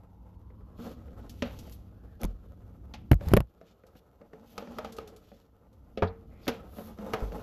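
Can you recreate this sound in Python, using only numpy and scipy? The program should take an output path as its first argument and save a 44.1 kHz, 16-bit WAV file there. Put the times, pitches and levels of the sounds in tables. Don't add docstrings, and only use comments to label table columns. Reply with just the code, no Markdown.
import sys
import numpy as np
from scipy import signal
from scipy.fft import rfft, irfft
from scipy.io import wavfile

SR = 44100
rng = np.random.default_rng(int(sys.argv[2]) if len(sys.argv) > 2 else 0)


def inscribe(sig):
    pcm = np.round(np.clip(np.atleast_2d(sig).T, -1, 1) * 32767)
    wavfile.write(sys.argv[1], SR, pcm.astype(np.int16))


N = 327222
TIME = np.arange(N) / SR
AGE = np.arange(int(.5 * SR)) / SR

# time in seconds, level in dB.
RUMBLE_LEVELS = [(0, -60.5), (.9, -51.5), (1.6, -47), (1.8, -54), (2.4, -55.5), (3.3, -47), (3.55, -69),
                 (4.4, -66), (4.85, -59), (5.5, -65.5), (6.1, -53), (7.1, -55), (7.42, -50)]
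# pitch in Hz, level in dB.
HUM_TONES = [(59.2, -56), (101, -56.5), (181, -61.5)]
# time in seconds, gain in dB.
HUM_FADE = [(3.1, -2), (3.5, -18)]
# time in seconds, level in dB.
CREEP_LEVELS = [(0, -64.5), (2.2, -61), (3.5, -63), (4.2, -62.5), (5.55, -65), (6.3, -60.5), (7.42, -45.5)]
# start and length in seconds, scrape level in dB, groan pitch in Hz.
CABLE_PUSHES = [(0.78, 0.13, -45, 239.4), (0.964, 0.21, -59, 240.3), (1.162, 0.09, -52, 237.2),
                (1.518, 0.17, -56, 251.3), (2.189, 0.043, -42.5, 218), (4.318, 0.3, -57.5, 223),
                (4.592, 0.3, -50, 235), (4.919, .22, -51.5, 437), (6.749, 0.16, -48, 216),
                (6.98, 0.22, -44.5, 206.4), (7.155, 0.37, -46.5, 440.6)]
# start and length in seconds, hiss and rasp levels in dB.
HAND_SLIPS = [(0.735, 0.18, -68, -63.5), (1.178, 0.52, -70, -66), (1.686, 0.064, -60, -71),
              (3.627, 0.098, -89.5, -73), (3.943, 0.05, -73, -69.5), (4.395, 0.22, -71, -69.5),
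              (4.594, 0.29, -78, -67), (5.099, 0.31, -80.5, -73.5), (6.365, 0.19, -70, -64),
              (6.654, 0.22, -60, -66)]
# start and length in seconds, level in dB, first and last pitch in Hz.
JACKET_SQUEAKS = [(0, 0.98, -71, 807, 1180), (1.92, 0.25, -77, 1393, 1740), (6.07, 0.011, -56, 4100, 3980),
                  (6.308, 0.19, -73.5, 2134, 2310), (6.43, .035, -67, 4550, 4660)]
# start in seconds, level in dB.
COIL_TAPS = [(0.503, -58), (0.607, -58), (1.081, -52), (1.675, -51), (3.208, -43), (3.613, -49),
             (3.836, -54), (3.953, -53.5), (4.214, -51), (4.333, -47), (4.624, -42), (4.673, -44.5),
             (5.317, -51), (6.469, -37.5), (6.784, -42), (6.986, -42), (7.32, -42)]
# start in seconds, level in dB.
GUIDE_TICKS = [(1.295, -33.5), (1.589, -34), (1.723, -39), (3.8668, -50), (4.9228, -34.5), (4.966, -37.5),
               (5.0752, -38.5), (5.163, -41.5), (5.729, -56)]
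# start in seconds, level in dB, extra lows in dB, extra clack in dB,
# treble limit in Hz, chatter fade in seconds, main and second ring in Hz, clang in dB, room echo in dB.
REEL_KNOCKS = [(1.422, -29, 6, -4, 4150, 0.0055, 239.5, 560, -28, -11),
               (2.938, -40.5, -5.5, -3.5, 5120, 0.011, 216, 860, -9, -13.5),
               (4.579, -39, 3, 2.5, 8600, 0.0044, 200, 480, 6, -15),
               (4.785, -43, 9, 9.5, 11100, 0.0043, 453, 623, 1, -15.5),
               (4.846, -44, 5, 8, 7000, 0.0084, 766, 625, 9, -9),
               (4.985, -45, 9.5, 6.5, 9340, 0.0027, 454, 502, 10.5, -12),
               (5.974, -36.5, 8.5, -4.5, 3310, 0.0099, 445, 532, 2.5, -13.5),
               (6.022, -28, 10, 7, 2620, 0.015, 418, 684, -1.5, -15.5),
               (6.479, -28, 6.5, -0.5, 11400, 0.009, 457, 237, 2, -12.5),
               (7.135, -34, 8, 7, 9300, 0.0075, 439, 640, 4.5, -11.5)]
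# start in seconds, level in dB.
PLASTIC_CLICKS = [(1.672, -49), (1.697, -41), (2.2158, -34), (2.242, -29), (2.2517, -28.5), (3.1238, -27),
                  (3.142, -33), (3.286, -32)]
# start in seconds, level in dB, extra boom in dB,
# brightness in dB per octave, ring pitch in Hz.
HOUSING_BUMPS = [(2.2319, -30, 7, 3, 202), (2.2461, -25, -13, 0, 200), (3.114, -4.5, 2.5, 0, 287),
                 (3.1301, -19.5, 5.5, -1.2, 151), (3.316, -17.5, -4, -3.5, 189.6), (3.3353, -5, 0, 1, 386),
                 (3.3655, -20.5, 4, 3, 640), (3.3704, -8.5, -2, 0, 190), (3.403, -22.5, 6.5, 1.16, 180)]
# start in seconds, level in dB, pitch in Hz, fade in seconds.
FRAME_THUDS = [(2.2421, -24, 42.5, 0.055), (3.122, -11, 76, 0.017), (3.139, -15, 46, 0.025),
               (3.27, -20.5, 79, 0.033), (3.344, -11.5, 110, 0.0099), (3.386, -19.5, 59.7, 0.022),
               (6.026, -21.5, 89.9, 0.036), (7.223, -25, 49.5, 0.059)]
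# time in seconds, level in dB.
DRAG_LEVELS = [(3.17, -86.5), (3.21, -46), (3.29, -36), (3.37, -40.5), (3.41, -53), (3.44, -93.5)]
# pitch in Hz, width in Hz, gain in dB.
REEL_MODES = [(183, 57, 17), (454.2, 4.8, 16.5), (525, 160, 11), (750, 140, 10.5), (1254, 340, 1.5),
              (3250, 69, -11.5)]
HOUSING_MODES = [(51.7, 54, 3), (171, 65, 18.5), (311, 100, 0), (640, 690, 10.5), (970, 110, -3.5)]
# low edge in Hz, high edge in Hz.
BANDS = [(30, 160), (160, 700), (700, 2500), (2500, 7000), (10500, 14500)]
KNOCK_BAND_DB = [-7.5, 0, 0.5, -4, -11]
BUMP_BAND_DB = [1.5, 2, -12, -24.5, -29.5]
# frequency in Hz, gain in dB.
RUMBLE_SPECTRUM = [(20, -14.5), (40, 1), (60, 6.5), (105, -0.5), (140, -8.5), (230, -7.5), (340, -16),
                   (550, -32.5), (1000, -62.5)]
SCRAPE_SPECTRUM = [(100, -27.5), (160, -13), (230, -3), (350, -9.5), (950, -17.5), (1300, -20), (2000, -32),
                   (4000, -43)]
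RASP_SPECTRUM = [(600, -18.5), (1700, -5.5), (3000, 2.5), (5000, -1.5), (7500, -6.5), (10000, -27)]
HISS_SPECTRUM = [(6000, -28), (9000, -9), (12500, 0), (15000, -8)]
DRAG_SPECTRUM = [(40, -8), (100, 12.5), (300, -6), (700, -9.5), (2000, -21), (6000, -32.5), (14000, -33)]

ROOM_DECAY_S = 0.045
PUSH_ATTACK_S, PUSH_RELEASE_S = 0.021, 0.055


def from_db(db):
    return 10 ** (np.asarray(db) / 20)


def unit_power(x):
    return x / np.sqrt(np.mean(x ** 2) + 1e-20)


def level_curve(rows):
    times, db = np.transpose(rows)
    return from_db(np.interp(TIME, times, db))


def add(out, start, sound):
    i = max(0, round(start * SR))
    out[i:i + len(sound)] += sound[:N - i]


def filtered(x, hz, kind, order=2):
    sections = signal.butter(order, np.clip(hz, 10, .45 * SR), kind, fs=SR, output="sos")
    return signal.sosfilt(sections, x + 1e-18)


def coloured(x, spectrum):
    hz, db = np.transpose(spectrum)
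    bins = np.maximum(np.fft.rfftfreq(N, 1 / SR), 1)
    gain = from_db(np.interp(np.log(bins), np.log(hz), db))
    return unit_power(irfft(rfft(x) * gain, N))


def drift(rate):
    points = rng.standard_normal(2000)
    return unit_power(np.interp(TIME * rate, np.arange(len(points)), points))


def resonance(x, hz, width):
    r = np.exp(-np.pi * width / SR)
    feedback = [1, -2 * r * np.cos(2 * np.pi * hz / SR), r * r]
    return signal.lfilter(np.array([1, 0, -1]) * (1 - r * r) / 2, feedback, x + 1e-18)


def ringing(x, modes, spread_db, gain_db=0):
    return sum(resonance(x, hz, width) * from_db(db + gain_db + rng.normal(0, spread_db))
               for hz, width, db in modes)


def reel(x, ring_db):
    return x + ringing(x, REEL_MODES, spread_db=0.68, gain_db=ring_db)


def friction(grain_db, surge_db, surge_rate):
    size = np.repeat(rng.standard_normal(N // 32 + 1), 32)[:N]
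    return rng.standard_normal(N) * from_db(grain_db * size + surge_db * drift(surge_rate))


def reflections(x, shift_s=0.47, count=3):
    out, age = x.copy(), AGE[AGE < .07]
    for k in range(count):
        response = rng.standard_normal(len(age)) * np.exp(-age / .012)
        echo = signal.oaconvolve(x, response / np.linalg.norm(response))[:N]
        away = np.abs((TIME / shift_s - k) % count - count / 2)
        out += .5 * np.sqrt(np.maximum(1 - away, 0)) * echo
    return out


def stroke(length, attack, release):
    t = TIME[:int((length + 8 * release) * SR)]
    rise = np.sin(np.pi / 2 * np.minimum(t / attack, 1)) ** 2
    return rise * np.exp(-np.maximum(t - length, 0) / release)


def strokes(rows):
    power = np.zeros(N)
    for start, length, db, attack, release in rows:
        add(power, start, (from_db(db) * stroke(length, attack, release)) ** 2)
    return np.sqrt(power)


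def rough_tone(pitch, width_hz):
    cosine, sine = filtered(rng.standard_normal((2, len(pitch))), width_hz, "low")
    phase = 2 * np.pi * np.cumsum(pitch) / SR
    return unit_power(cosine * np.cos(phase) + sine * np.sin(phase))


def note(hz, db, decay_s):
    return from_db(db) * np.sin(2 * np.pi * hz * AGE) * np.exp(-AGE / decay_s)


def strike(decay_s, rings, room_db):
    contact, echo = rng.standard_normal((2, len(AGE)))
    contact = contact * np.exp(-AGE / max(decay_s, .001))
    echo = filtered(echo, 2700, "low", order=1) * np.exp(-AGE / ROOM_DECAY_S)
    room = from_db(room_db) * reel(echo, ring_db=1.5)
    return filtered(reel(contact, ring_db=-1.0) + rings + room, 420, "low", order=1)


def balanced(x, band_db, window_s):
    early = np.clip((window_s - AGE) * SR, 0, 1)
    parts = [filtered(x, band, "band", order=2 if band[1] < 1000 else 3) for band in BANDS]
    return sum(part * from_db(db) / np.sqrt(np.average(part ** 2, weights=early))
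               for part, db in zip(parts, band_db))


def rumble(gain_db=3):
    noise = coloured(rng.standard_normal(N), RUMBLE_SPECTRUM)
    return from_db(gain_db) * level_curve(RUMBLE_LEVELS) * noise


def hum(waver=0.011, swell_db=0.5, waver_rate=5):
    out = np.zeros(N)
    for hz, db in HUM_TONES:
        phase = 2 * np.pi * np.cumsum(hz * (1 + waver * drift(waver_rate))) / SR
        swell = from_db(swell_db * drift(waver_rate))
        out += from_db(db) * unit_power(np.sin(phase) * swell)
    return level_curve(HUM_FADE) * out


def cable(scrape_db=-1, rasp_share_db=-23, hiss_share_db=-24.5, crackles_per_s=57):
    creep = level_curve(CREEP_LEVELS)
    pushes = strokes((start, length, db, PUSH_ATTACK_S, PUSH_RELEASE_S)
                     for start, length, db, _ in CABLE_PUSHES)
    start, length, hiss_db, rasp_db = np.transpose(HAND_SLIPS)
    attack, release = 0.63 * length, 0.13 * length
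    slip_hiss = strokes(zip(start, length, hiss_db, attack, release))
    slip_rasp = strokes(zip(start, length, rasp_db, attack, release))
    scrape_gain = np.hypot(creep, pushes)
    hiss_gain = np.hypot(from_db(hiss_share_db) * creep, slip_hiss)
    rasp_gain = np.hypot(from_db(rasp_share_db) * scrape_gain, slip_rasp)
    crackle = (rng.random(N) < crackles_per_s / SR) * rng.normal(0, 8, N)
    coarse_rub = friction(grain_db=2.5, surge_db=3.0, surge_rate=45) + crackle
    scrape = coloured(reel(reflections(coarse_rub), ring_db=-12.5), SCRAPE_SPECTRUM)
    fine_rub = friction(grain_db=1.0, surge_db=1.4, surge_rate=61) + crackle
    rasp = coloured(reel(reflections(fine_rub), ring_db=-15.0), RASP_SPECTRUM)
    hiss = coloured(fine_rub, HISS_SPECTRUM)
    return from_db(scrape_db) * scrape_gain * scrape + rasp_gain * rasp + hiss_gain * hiss


def squeaks(width_share=0.12):
    out = np.zeros(N)
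    for start, length, db, first_hz, last_hz in JACKET_SQUEAKS:
        shape = stroke(length, attack=0.0038, release=0.0092)
        pitch = np.interp(TIME[:len(shape)], [0, length], [first_hz, last_hz])
        add(out, start, from_db(db) * shape * rough_tone(pitch, width_share * first_hz))
    return out


def taps(ring_hz=540, ring_spread=0.167, dulling=0.16):
    out = np.zeros(N)
    firmest_db = max(db for _, db in COIL_TAPS)
    for start, db in COIL_TAPS:
        ring = note(ring_hz * np.exp(rng.normal(0, ring_spread)), db=-7, decay_s=0.017)
        dull_db = dulling * (firmest_db - db)
        band_db = [-12, 2.5, -3.5 - dull_db, -18.5 - 2 * dull_db, -60]
        hit = strike(0.0046, ring, room_db=-15)
        add(out, start, from_db(db) * balanced(hit, band_db, window_s=0.008))
    return out


def groans(gain_db=-2.5, width_share=0.052):
    out = np.zeros(N)
    for start, length, db, hz in CABLE_PUSHES:
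        shape = stroke(length, PUSH_ATTACK_S, PUSH_RELEASE_S)
        tone = rough_tone(np.full(len(shape), hz), width_share * hz)
        add(out, start, from_db(db + gain_db) * shape * tone)
    return out


def ticks(gain_db=-9, decay_s=0.0095, room_db=-14):
    out = np.zeros(N)
    shape = np.exp(-AGE / decay_s) + from_db(room_db) * np.exp(-AGE / ROOM_DECAY_S)
    for start, db in GUIDE_TICKS:
        add(out, start, from_db(db + gain_db) * shape * rng.standard_normal(len(AGE)))
    return filtered(filtered(out, 2850, "high", order=3), 6200, "low", order=1)


def knocks(gain_db=-4, clang_hz=1252):
    out = np.zeros(N)
    centres = np.sqrt(np.prod(BANDS, axis=1))
    lows, clack = np.array([[1, 1, 0, 0, 0], [0, 0, 1, 0, 0]])
    for (start, db, lows_db, clack_db, treble_hz, decay_s,
         main_hz, second_hz, clang_db, room_db) in REEL_KNOCKS:
        softness_db = 10 * np.log10(1 + (centres / treble_hz) ** 4)
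        band_db = KNOCK_BAND_DB + lows_db * lows + clack_db * clack - softness_db
        rings = note(main_hz, db=-4.5, decay_s=0.02) + note(second_hz, db=-6.0, decay_s=0.018)
        rings += note(clang_hz, db=clang_db - 7, decay_s=0.0068)
        hit = filtered(strike(decay_s, rings, room_db), 1.23 * treble_hz, "low")
        add(out, start, from_db(db + gain_db) * balanced(hit, band_db, window_s=.026))
    return out


def clicks(gain_db=-3, decay_s=0.00091):
    out = np.zeros(N)
    for start, db in PLASTIC_CLICKS:
        add(out, start, from_db(db + gain_db) * np.exp(-AGE / decay_s) * rng.standard_normal(len(AGE)))
    return filtered(out, 1500, "high", order=1)


def bumps(gain_db=-5.0, push_s=0.00043, crack_delay_s=0.0011, crack_s=0.00066, crack_db=-26,
          rattle_s=0.0074, rattle_db=-22):
    out = np.zeros(N)
    push = AGE / push_s * np.exp(-AGE / push_s)
    crack_age = np.maximum(AGE - crack_delay_s, 0) / crack_s
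    octaves = np.log2(BANDS).mean(axis=1)
    boom = np.arange(len(BANDS)) == 0
    for start, db, boom_db, brightness, ring_hz in HOUSING_BUMPS:
        snap, loose = rng.standard_normal((2, len(AGE)))
        rattle = filtered(loose * np.abs(loose), 1100, "low", order=1) * np.exp(-AGE / rattle_s)
        crack = snap * crack_age * np.exp(-crack_age) + from_db(rattle_db) * rattle
        hollow = ringing(push + 2 * crack, HOUSING_MODES, spread_db=3.5)
        hit = hollow + from_db(crack_db) * crack + note(ring_hz, db=-10, decay_s=0.0076)
        hit = filtered(hit, 340, "low", order=1)
        band_db = BUMP_BAND_DB + boom_db * boom + brightness * (octaves - octaves[1])
        add(out, start, from_db(db + gain_db) * balanced(hit, band_db, window_s=.016))
    return out


def thuds(overtone=0.27):
    out = np.zeros(N)
    for start, db, hz, decay_s in FRAME_THUDS:
        phase = 2 * np.pi * hz * AGE
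        sway = np.sin(phase) + overtone * np.sin(2 * phase)
        add(out, start, from_db(db) * sway * np.exp(-AGE / decay_s))
    return out


def drag():
    rub = friction(grain_db=2.5, surge_db=2.0, surge_rate=77)
    return level_curve(DRAG_LEVELS) * coloured(rub, DRAG_SPECTRUM)


def scene():
    hits = knocks() + taps() + bumps() + thuds() + ticks() + clicks()
    rubbing = squeaks() + cable() + groans()
    return (hits + rubbing + rumble() + drag() + hum())[None]


def record(dry, notch_depth=0.8, peak_db=-9, ceiling=0.6, cutoff_hz=13900):
    x = dry - notch_depth * resonance(dry, hz=8900, width=2600)
    x = x + from_db(peak_db) * resonance(x, hz=12200, width=2000)
    x = ceiling * np.tanh(x / ceiling)
    return signal.sosfilt(signal.ellip(10, .3, 80, cutoff_hz, fs=SR, output="sos"), x)


dry = scene()
out = record(dry)
inscribe(out)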